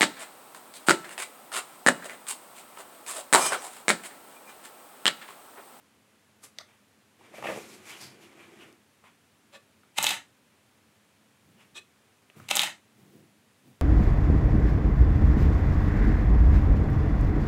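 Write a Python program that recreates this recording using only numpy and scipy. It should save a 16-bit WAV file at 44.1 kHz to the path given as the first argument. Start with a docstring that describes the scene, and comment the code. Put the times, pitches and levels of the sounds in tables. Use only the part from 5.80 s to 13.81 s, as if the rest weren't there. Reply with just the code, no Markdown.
"""A brush of cloth and a small hard tick, then dull knocks, rubbing and two short scrapes in a quiet room.
Amid this handling a reflex camera fires twice, close to the microphone and louder than all the rest.
Each firing is the same quick chain of blows ringing the body: mirror up, curtains, springs recocked,
mirror down. Rubbing is noise roughened by small slips. Short wall reflections, hiss and a low drone
lie behind."""
import sys
import numpy as np
from scipy import signal
from scipy.fft import rfft, irfft
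from scipy.io import wavfile
from scipy.ndimage import uniform_filter1d

SR = 44100
rng = np.random.default_rng(int(sys.argv[2]) if len(sys.argv) > 2 else 0)


def bounce(signal):
    """Save signal as a 16-bit WAV file at the path given by the first command-line argument."""
    frames = np.transpose(np.atleast_2d(signal))
    limited = np.clip(frames, -1, 1)
    pcm = np.round(limited * 32767).astype(np.int16)
    wavfile.write(sys.argv[1], SR, pcm)


N = 353329
FFT_SIZE = 8192
HZ = np.fft.rfftfreq(FFT_SIZE, 1 / SR)

# Each row: time the mirror hits its upper stop in seconds, gain in dB.
FIRINGS = [(4.1850, -0.5), (6.7119, 0)]
# Mirror, curtain and spring blows. Each row: delay from that hit in seconds, level in dB,
# run-up and rattle in seconds, thump and treble in dB, pitch of the struck part in Hz.
FIRING_BLOWS = [(-.003, -28.5, .0059, .001, 0.5, 3, 2200), (.0002, -19, .0016, .002, 5, 0.5, 2760),
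                (.002, -23.5, .0012, .0022, 9, -1, 864), (0.0424, -24, .0001, .0026, -1.5, 3, 7700),
                (0.0485, -27.5, .0001, .0014, -2, 6, 12500), (.053, -28.5, .001, .0014, 0, 3.5, 1800),
                (0.0571, -20, .00005, .0016, 4, 7, 2950), (0.064, -26.5, .0005, .0025, 1, -11, 3720),
                (.082, -17, .0008, .0023, -5, -4, 3320), (.0894, -29, .0015, .0031, 1, 3.5, 3820),
                (.096, -29.5, .0002, .001, -7, -12, 3600), (.106, -25.5, .001, .0034, -6, 4.5, 2700),
                (0.108, -36.5, .0004, .0015, -4.5, 15.5, 13000), (.122, -23, .0018, .0055, 3.5, 1.5, 780)]
# Each row: time in seconds, then as in FIRING_BLOWS from the level on.
RELEASE_CLICKS = [(6.686, -43, .0002, 0.0023, -5, 6, 3205), (6.6893, -34.5, 0.00017, 0.00077, 0, 1, 2790)]
# One row: run-up and rattle in seconds, thump and treble in dB, pitch in Hz.
REBOUND_SHAPE = (0.17, 0.01, 2, 0, 1900)
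# Each row: frequency in Hz, width in Hz, level in dB.
CAMERA_MODES = [(238, 300, -14.5), (412, 140, -17.5), (594, 96, -6), (850, 170, 2), (1310, 520, -6),
                (2130, 410, -1.5), (2600, 330, 1.5), (2990, 405, 4), (3730, 510, 2), (4130, 230, -3),
                (4930, 950, -7.5), (6400, 1600, -6.5), (7960, 1500, -6.5), (9900, 3300, -12.5),
                (13000, 3000, -19)]


def shutter(rebound_count=3, first_s=.137, gap_s=.023, first_db=-26.5, loss_db=3.5):
    """The release clicks; springs drive each firing alike, and the mirror settles in weakening rebounds."""
    rebounds = [(first_s + k * gap_s, first_db - k * loss_db, *REBOUND_SHAPE)
                for k in range(rebound_count)]
    rows = [(hit_s + delay_s, db + gain_db, *shape)
            for hit_s, gain_db in FIRINGS for delay_s, db, *shape in FIRING_BLOWS + rebounds]
    return blows(RELEASE_CLICKS + rows, CAMERA_MODES, part_db=2.5)


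# Each row: time in seconds, level in dB, rattle in seconds, pitch in Hz.
KNOCKS = [(1.411, -53.5, .004, 915), (1.539, -42.5, 0.008, 630), (1.583, -38, 0.021, 590),
          (1.6255, -35.5, 0.002, 830), (1.641, -30, 0.015, 760), (1.656, -31, 0.0065, 584),
          (1.669, -29, 0.023, 1900), (1.688, -28.5, 0.021, 550), (1.7, -27, 0.027, 550),
          (1.762, -36.5, 0.005, 450), (1.773, -33.5, 0.014, 424), (3.24, -53.5, 0.0064, 1140),
          (4.034, -58.5, 0.004, 1370), (6.5, -52.5, 0.0029, 2630), (6.599, -48, 0.0029, 1240)]
# Each row: frequency in Hz, width in Hz, level in dB.
TABLE_MODES = [(189, 220, -11), (404, 160, -15.5), (630, 410, -5.5), (1200, 150, -4), (1865, 550, -3),
               (2640, 400, -5), (7350, 10000, -19)]


def knocks(run_up_share=.11, treble_db=-3.5):
    """Dull knocks ring the table: long ones start softly, low ones thump."""
    rows = []
    for time_s, db, rattle_s, hz in KNOCKS:
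        thump_db = 13 - 4.5 * np.log2(hz / 600)
        rows.append((time_s, db, run_up_share * rattle_s, rattle_s, thump_db, treble_db, hz))
    return blows(rows, TABLE_MODES, part_db=3.5, part_width=0.32)


# Each row: time in seconds, level in dB, run-up and rattle in seconds, thump and treble in dB, pitch in Hz.
TICKS = [(.7861, -35, 0.000059, 0.0023, 1.5, -3, 3670), (.812, -43, 0.014, 0.0046, 9, -1, 1240),
         (2.927, -61.5, 0.00034, .001, -10, 3, 9000)]
# Each row: frequency in Hz, width in Hz, level in dB.
TICK_MODES = [(656, 250, -3.5), (1240, 310, -3), (1940, 480, 0.5), (3580, 740, -1), (4770, 970, 0.5),
              (6030, 800, -2.5), (8140, 1300, -10), (11800, 2300, -19)]


def ticks():
    """Light blows ring a small hard object."""
    return blows(TICKS, TICK_MODES, part_db=-1)


# Each row: peak time in seconds, level in dB, swell and fade in seconds, relative hiss in dB, pitch in Hz.
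STROKES = [(.89, -65, 0.0095, 0.053, -10, 880), (1.455, -59.5, .02, 0.021, -10, 700),
           (1.564, -50, 0.013, 0.034, -5.5, 2320), (1.646, -39.5, .005, 0.051, -17, 2620),
           (1.76, -58.5, 0.062, .05, 8, 2400), (1.93, -61, 0.059, 0.036, 6.5, 2400),
           (2.105, -47.5, 0.028, 0.017, -1, 2300), (2.128, -48.5, 0.016, 0.03, -7, 2880),
           (2.175, -53, 0.013, 0.024, -1.5, 2630), (2.214, -47, 0.0074, .042, -2, 4740),
           (2.425, -59, 0.011, 0.033, -2, 2780), (2.603, -54.5, .013, 0.036, -11.5, 2380),
           (2.825, -52.5, .018, 0.021, -10.5, 2850), (3.258, -57, 0.0079, 0.025, -12.5, 990),
           (5.812, -58.5, .016, 0.025, -10, 2760), (6.621, -61, 0.046, 0.11, -7, 1190)]
# Two spectra of rubbing. Each row: frequency in Hz, level in dB.
FRICTION_SPECTRUM = [(350, -27), (650, -2.5), (1150, -0.5), (1750, -2), (2180, 0), (2360, 2.5),
                     (2560, -1.5), (3050, -4.5), (3500, -6), (6000, -56)]
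HISS_SPECTRUM = [(2500, -12.5), (4000, -2), (5000, -3), (7500, -2.5), (10000, -6), (14000, -13),
                 (16000, -21)]


def strokes():
    """Quick rubs hiss and excite the resonance of the rubbed edge."""
    out = np.zeros(N)
    hiss = amp(curve(HISS_SPECTRUM))
    for peak_s, db, swell_s, fade_s, hiss_db, edge_hz in STROKES:
        friction = peaked(FRICTION_SPECTRUM, edge_hz, width_share=.22, db=3.5)
        add(out, *short_rub(peak_s, swell_s, fade_s, [(friction, db), (hiss, db + hiss_db)]))
    return out


# Each row: time in seconds, pressure in dB.
SLIDE_PRESSURE = [(1.39, -64), (1.456, -63.5), (1.716, -48.5), (1.774, -49.5), (1.908, -57), (2.204, -61),
                  (2.704, -59), (2.894, -59), (2.98, -75)]
# Each row: frequency in Hz, level in dB.
GROAN_SPECTRUM = [(70, -20), (150, -8), (230, -4.5), (295, -7), (335, 1.5), (400, -3), (460, -7.5),
                  (800, -14), (1500, -69)]


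def slide(groan_db=1, friction_db=-2, hiss_db=-9.5):
    """Something slides slowly over the table; one pressure drives low groan, friction and hiss."""
    out = np.zeros(N)
    times_s, pressure_db = np.transpose(SLIDE_PRESSURE)
    force = amp(np.interp(np.arange(times_s[0], times_s[-1], 1 / SR), times_s, pressure_db))
    layers = [(GROAN_SPECTRUM, groan_db), (FRICTION_SPECTRUM, friction_db), (HISS_SPECTRUM, hiss_db)]
    add(out, times_s[0], rubbing(force, [(amp(curve(spectrum)), db) for spectrum, db in layers]))
    return out


# Each row: midpoint in seconds, level in dB, length in seconds, slips per second.
SCRAPES = [(3.753, -55.5, .082, 510), (5.974, -48.5, .072, 480)]
# One list per scrape. Each row: frequency in Hz, width in Hz, level in dB.
SCRAPE_MODES = [
    [(567, 45, 20.5), (1150, 32, 17), (1750, 74, 14), (2570, 190, 9), (3300, 700, 1), (3970, 170, 10.5),
     (5190, 250, -6), (7280, 300, -1), (880, 3400, 1), (8700, 2600, -11)],
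    [(380, 59, 3.5), (1170, 42, 4), (1780, 62, 3.5), (2520, 120, 8), (3360, 150, 5), (3725, 140, 6.5),
     (4090, 140, 3), (3180, 1600, -5), (5800, 980, -9), (7840, 1900, -8.5), (910, 3500, -10.5)],
]


def scrapes(jitter=0.28, grit=0.31):
    """An edge stutters over a surface in quick runs of uneven slips that ring it."""
    out = np.zeros(N)
    for (middle_s, db, length_s, slip_hz), modes in zip(SCRAPES, SCRAPE_MODES):
        t = np.arange(-length_s, length_s, 1 / SR)
        slip_count = np.cumsum(slip_hz * np.exp(jitter * wander(len(t), span=100))) / SR
        slips = np.diff(np.floor(slip_count), prepend=0) + grit * rng.standard_normal(len(t))
        envelope = np.maximum(np.cos(np.pi * t / length_s), 0) ** 2
        add(out, middle_s - length_s, amp(db) * unit_rms(ring(slips * envelope, resonances(modes))))
    return out


# Each row: peak time in seconds, level in dB, swell and fade in seconds.
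BRUSHES = [(.639, -42.5, 0.0065, 0.011), (.648, -44.5, 0.004, 0.021)]
# Each row: frequency in Hz, level in dB.
CLOTH_SPECTRUM = [(200, -15), (600, -8.5), (950, -16), (1190, -4), (1500, -13), (4200, -14.5), (8500, -9),
                  (11900, -12.5), (13500, -25), (16000, -24)]


def cloth():
    """Cloth brushes past in soft, overlapping contacts."""
    out = np.zeros(N)
    for row in BRUSHES:
        add(out, *contact(*row, amp(curve(CLOTH_SPECTRUM))))
    return out


# Each row: peak time in seconds, level in dB, swell and fade in seconds, pitch in Hz.
SHUFFLES = [(2.232, -55, .015, 0.036, 130), (5.676, -63, 0.03, 0.13, 171.3),
            (6.574, -50.5, 0.0084, 0.046, 112), (7.195, -58, 0.017, 0.13, 200),
            (7.36, -55.5, 0.033, 0.048, 324), (7.882, -56.5, 0.025, 0.037, 260)]
# Each row: frequency in Hz, level in dB.
RUMBLE_SPECTRUM = [(60, -35), (100, -1), (170, 2), (260, -3.5), (370, -7.5), (520, -12.5), (1500, -30.5)]


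def shuffles():
    """Soft shuffles and bumps rumble, each with one low resonance."""
    out = np.zeros(N)
    for peak_s, db, swell_s, fade_s, hz in SHUFFLES:
        rumble = peaked(RUMBLE_SPECTRUM, hz, width_share=0.28, db=3.5)
        add(out, *short_rub(peak_s, swell_s, fade_s, [(rumble, db)]))
    return out


# Each row: frequency in Hz, time to fall 60 dB in seconds.
ROOM_T60 = [(150, 0.41), (700, .21), (3000, 0.18), (8000, .21), (15000, .075)]
# Each row: frequency in Hz, gain in dB.
ROOM_SPECTRUM = [(150, 4), (560, -2), (820, -5.5), (1300, 2.5), (2200, 0.5), (3200, -2.5), (5000, -3),
                 (8000, -3.5), (14000, -3)]


def room(x, build_s=0.0012, hold_s=0.034):
    """Wall reflections build and hold for a moment, then each band dies at its own speed."""
    slots = np.arange(100, SR // 2, 12)
    echoes = np.zeros(SR)
    echoes[slots + rng.integers(0, 12, len(slots))] = rng.choice([-1, 1], len(slots))
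    hz, t, bands = signal.stft(echoes, SR, nperseg=256)
    fade_db = -60 * np.maximum(t - hold_s, 0) / curve(ROOM_T60, hz)[:, None]
    tail = signal.istft(bands * amp(fade_db) * (1 - np.exp(-t / build_s)), SR, nperseg=256)[1]
    response = ring(tail / np.linalg.norm(tail), amp(curve(ROOM_SPECTRUM)))
    return signal.oaconvolve(x, response)[:N]


# Each row: frequency in Hz, level in dB.
AIR_SPECTRUM = [(24, -82), (40, -55), (77, -9.5), (185, -9.5), (215, -6), (312, -9.5), (337, -13.5),
                (392, -11), (467, -12.5), (503, -13), (715, -15.5), (2570, -18), (5050, -25), (9450, -25.5),
                (16000, -34.5)]
# Each row: frequency in Hz, width in Hz, level in dB.
DRONE_MODES = [(97, 4.6, -2.5), (117, 14, -6.5), (211.2, 11, 0.5)]


def air(hiss_db=-64.5, drone_db=-74):
    """Steady hiss and the drone of low room resonances."""
    hiss = ring(rng.standard_normal(N), amp(curve(AIR_SPECTRUM)))
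    drone = ring(rng.standard_normal(N), resonances(DRONE_MODES))
    return amp(hiss_db) * unit_rms(hiss) + amp(drone_db) * unit_rms(drone)


def blows(rows, modes, part_db, part_width=0.27):
    """Each blow rings the shared modes and the struck part; heavy parts add thump, thin ones treble."""
    out = np.zeros(N)
    for time_s, db, rise_s, fall_s, thump_db, treble_db, hz in rows:
        tilt_db = curve([(900, thump_db), (2400, 0.025), (3900, 0.017), (6500, treble_db)])
        gain = resonances([*modes, (hz, part_width * hz, part_db)]) * amp(tilt_db)
        add(out, *contact(time_s, db, rise_s, fall_s, gain))
    return out


def contact(peak_s, db, rise_s, fall_s, gain, snap=0.46, hard_s=0.00032):
    """A force that swells, rattles and dies rings an object; db is its energy as rms over 5 ms."""
    lead = SR // 15
    t = np.arange(-lead, SR // 5) / SR
    envelope = np.exp(np.minimum(t, 0) / max(rise_s, 1e-5) - np.maximum(t, 0) / max(fall_s, 1e-4))
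    spectrum = rfft(rng.standard_normal(len(t)) * np.sqrt(envelope))
    flat_noise = irfft(spectrum / (abs(spectrum) + 1e-12), len(t))
    force = flat_noise * np.sqrt(envelope)
    force[lead] += snap * np.exp(-rise_s / hard_s) * np.linalg.norm(force)  # spike of a sudden blow
    sound = unit_rms(ring(force, gain)) * amp(db) * np.sqrt(.005 * SR / len(t))
    return peak_s - lead / SR, sound


def short_rub(peak_s, swell_s, fade_s, layers, rounding=0.94):
    """Rubbing swells to a rounded peak and dies away."""
    t = np.arange(-.3, .6, 1 / SR)
    from_peak = t / np.where(t < 0, swell_s, fade_s)
    force = np.exp(rounding - np.hypot(from_peak, rounding))
    return peak_s + t[0], rubbing(force, layers)


def rubbing(force, layers, grain_db=1.0):
    """Surfaces catch in small uneven slips that drive all layers (gain by frequency, dB) together."""
    n = len(force)
    slips = amp(grain_db * wander(n, span=180))
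    return force * sum(amp(db) * unit_rms(ring(slips * rng.standard_normal(n), gain))
                       for gain, db in layers)


def resonances(modes, steepness=1.78):
    """Gain of a set of modes, each falling away on both sides of its pitch."""
    power = 0
    for hz, width_hz, db in modes:
        damping = (HZ * width_hz) ** 2
        power += amp(2 * db) * (damping / ((HZ ** 2 - hz ** 2) ** 2 + damping)) ** steepness
    return np.sqrt(power)


def peaked(spectrum, hz, width_share, db):
    """Gain of a broad spectrum with one resonance on top."""
    return np.hypot(amp(curve(spectrum)), resonances([(hz, width_share * hz, db)]))


def ring(x, gain):
    """Passes x through the minimum-phase filter with this gain."""
    log_gain = np.log(np.maximum(gain, 1e-5))
    mirrored = np.concatenate([log_gain, log_gain[-2:0:-1]])
    response = np.fft.ifft(np.exp(np.conj(signal.hilbert(mirrored)))).real
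    return signal.oaconvolve(x, response[:FFT_SIZE // 2])[:len(x)]


def wander(n, span):
    """Noise smoothed over span samples, rms 1."""
    return unit_rms(uniform_filter1d(rng.standard_normal(n), size=span))


def curve(points, hz=HZ):
    """Interpolates a table on a log-frequency axis."""
    point_hz, values = np.transpose(points)
    return np.interp(np.log(hz + 1), np.log(point_hz + 1), values)


def amp(db):
    """Decibels to gain."""
    return 10 ** (np.asarray(db) / 20)


def unit_rms(x):
    """Scales to rms 1."""
    return x / np.sqrt(np.mean(x ** 2) + 1e-20)


def add(mix, start_s, sound):
    """Mixes a sound in at start_s."""
    part = mix[round(start_s * SR):][:len(sound)]
    part += sound[:len(part)]


def scene(camera_wet_db=-3, tick_wet_db=-10, handling_wet_db=-12):
    """Camera and handling sounds with their reflections, over the room's air."""
    camera = shutter()
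    ticking = ticks()
    handling = knocks() + scrapes() + cloth() + slide() + strokes() + shuffles()
    walls = room(amp(camera_wet_db) * camera + amp(tick_wet_db) * ticking + amp(handling_wet_db) * handling)
    return (camera + ticking + handling + walls + air())[None]


def record(dry, low_cut_hz=75, band_limit_hz=15850):
    """The microphone's low cut, then the band limit."""
    low_cut = signal.butter(5, low_cut_hz, "high", fs=SR, output="sos")
    band_limit = signal.firwin(511, band_limit_hz, window=("kaiser", 9), fs=SR)
    return signal.oaconvolve(signal.sosfilt(low_cut, dry), band_limit[None], "same")


dry = scene()
out = record(dry)
bounce(out)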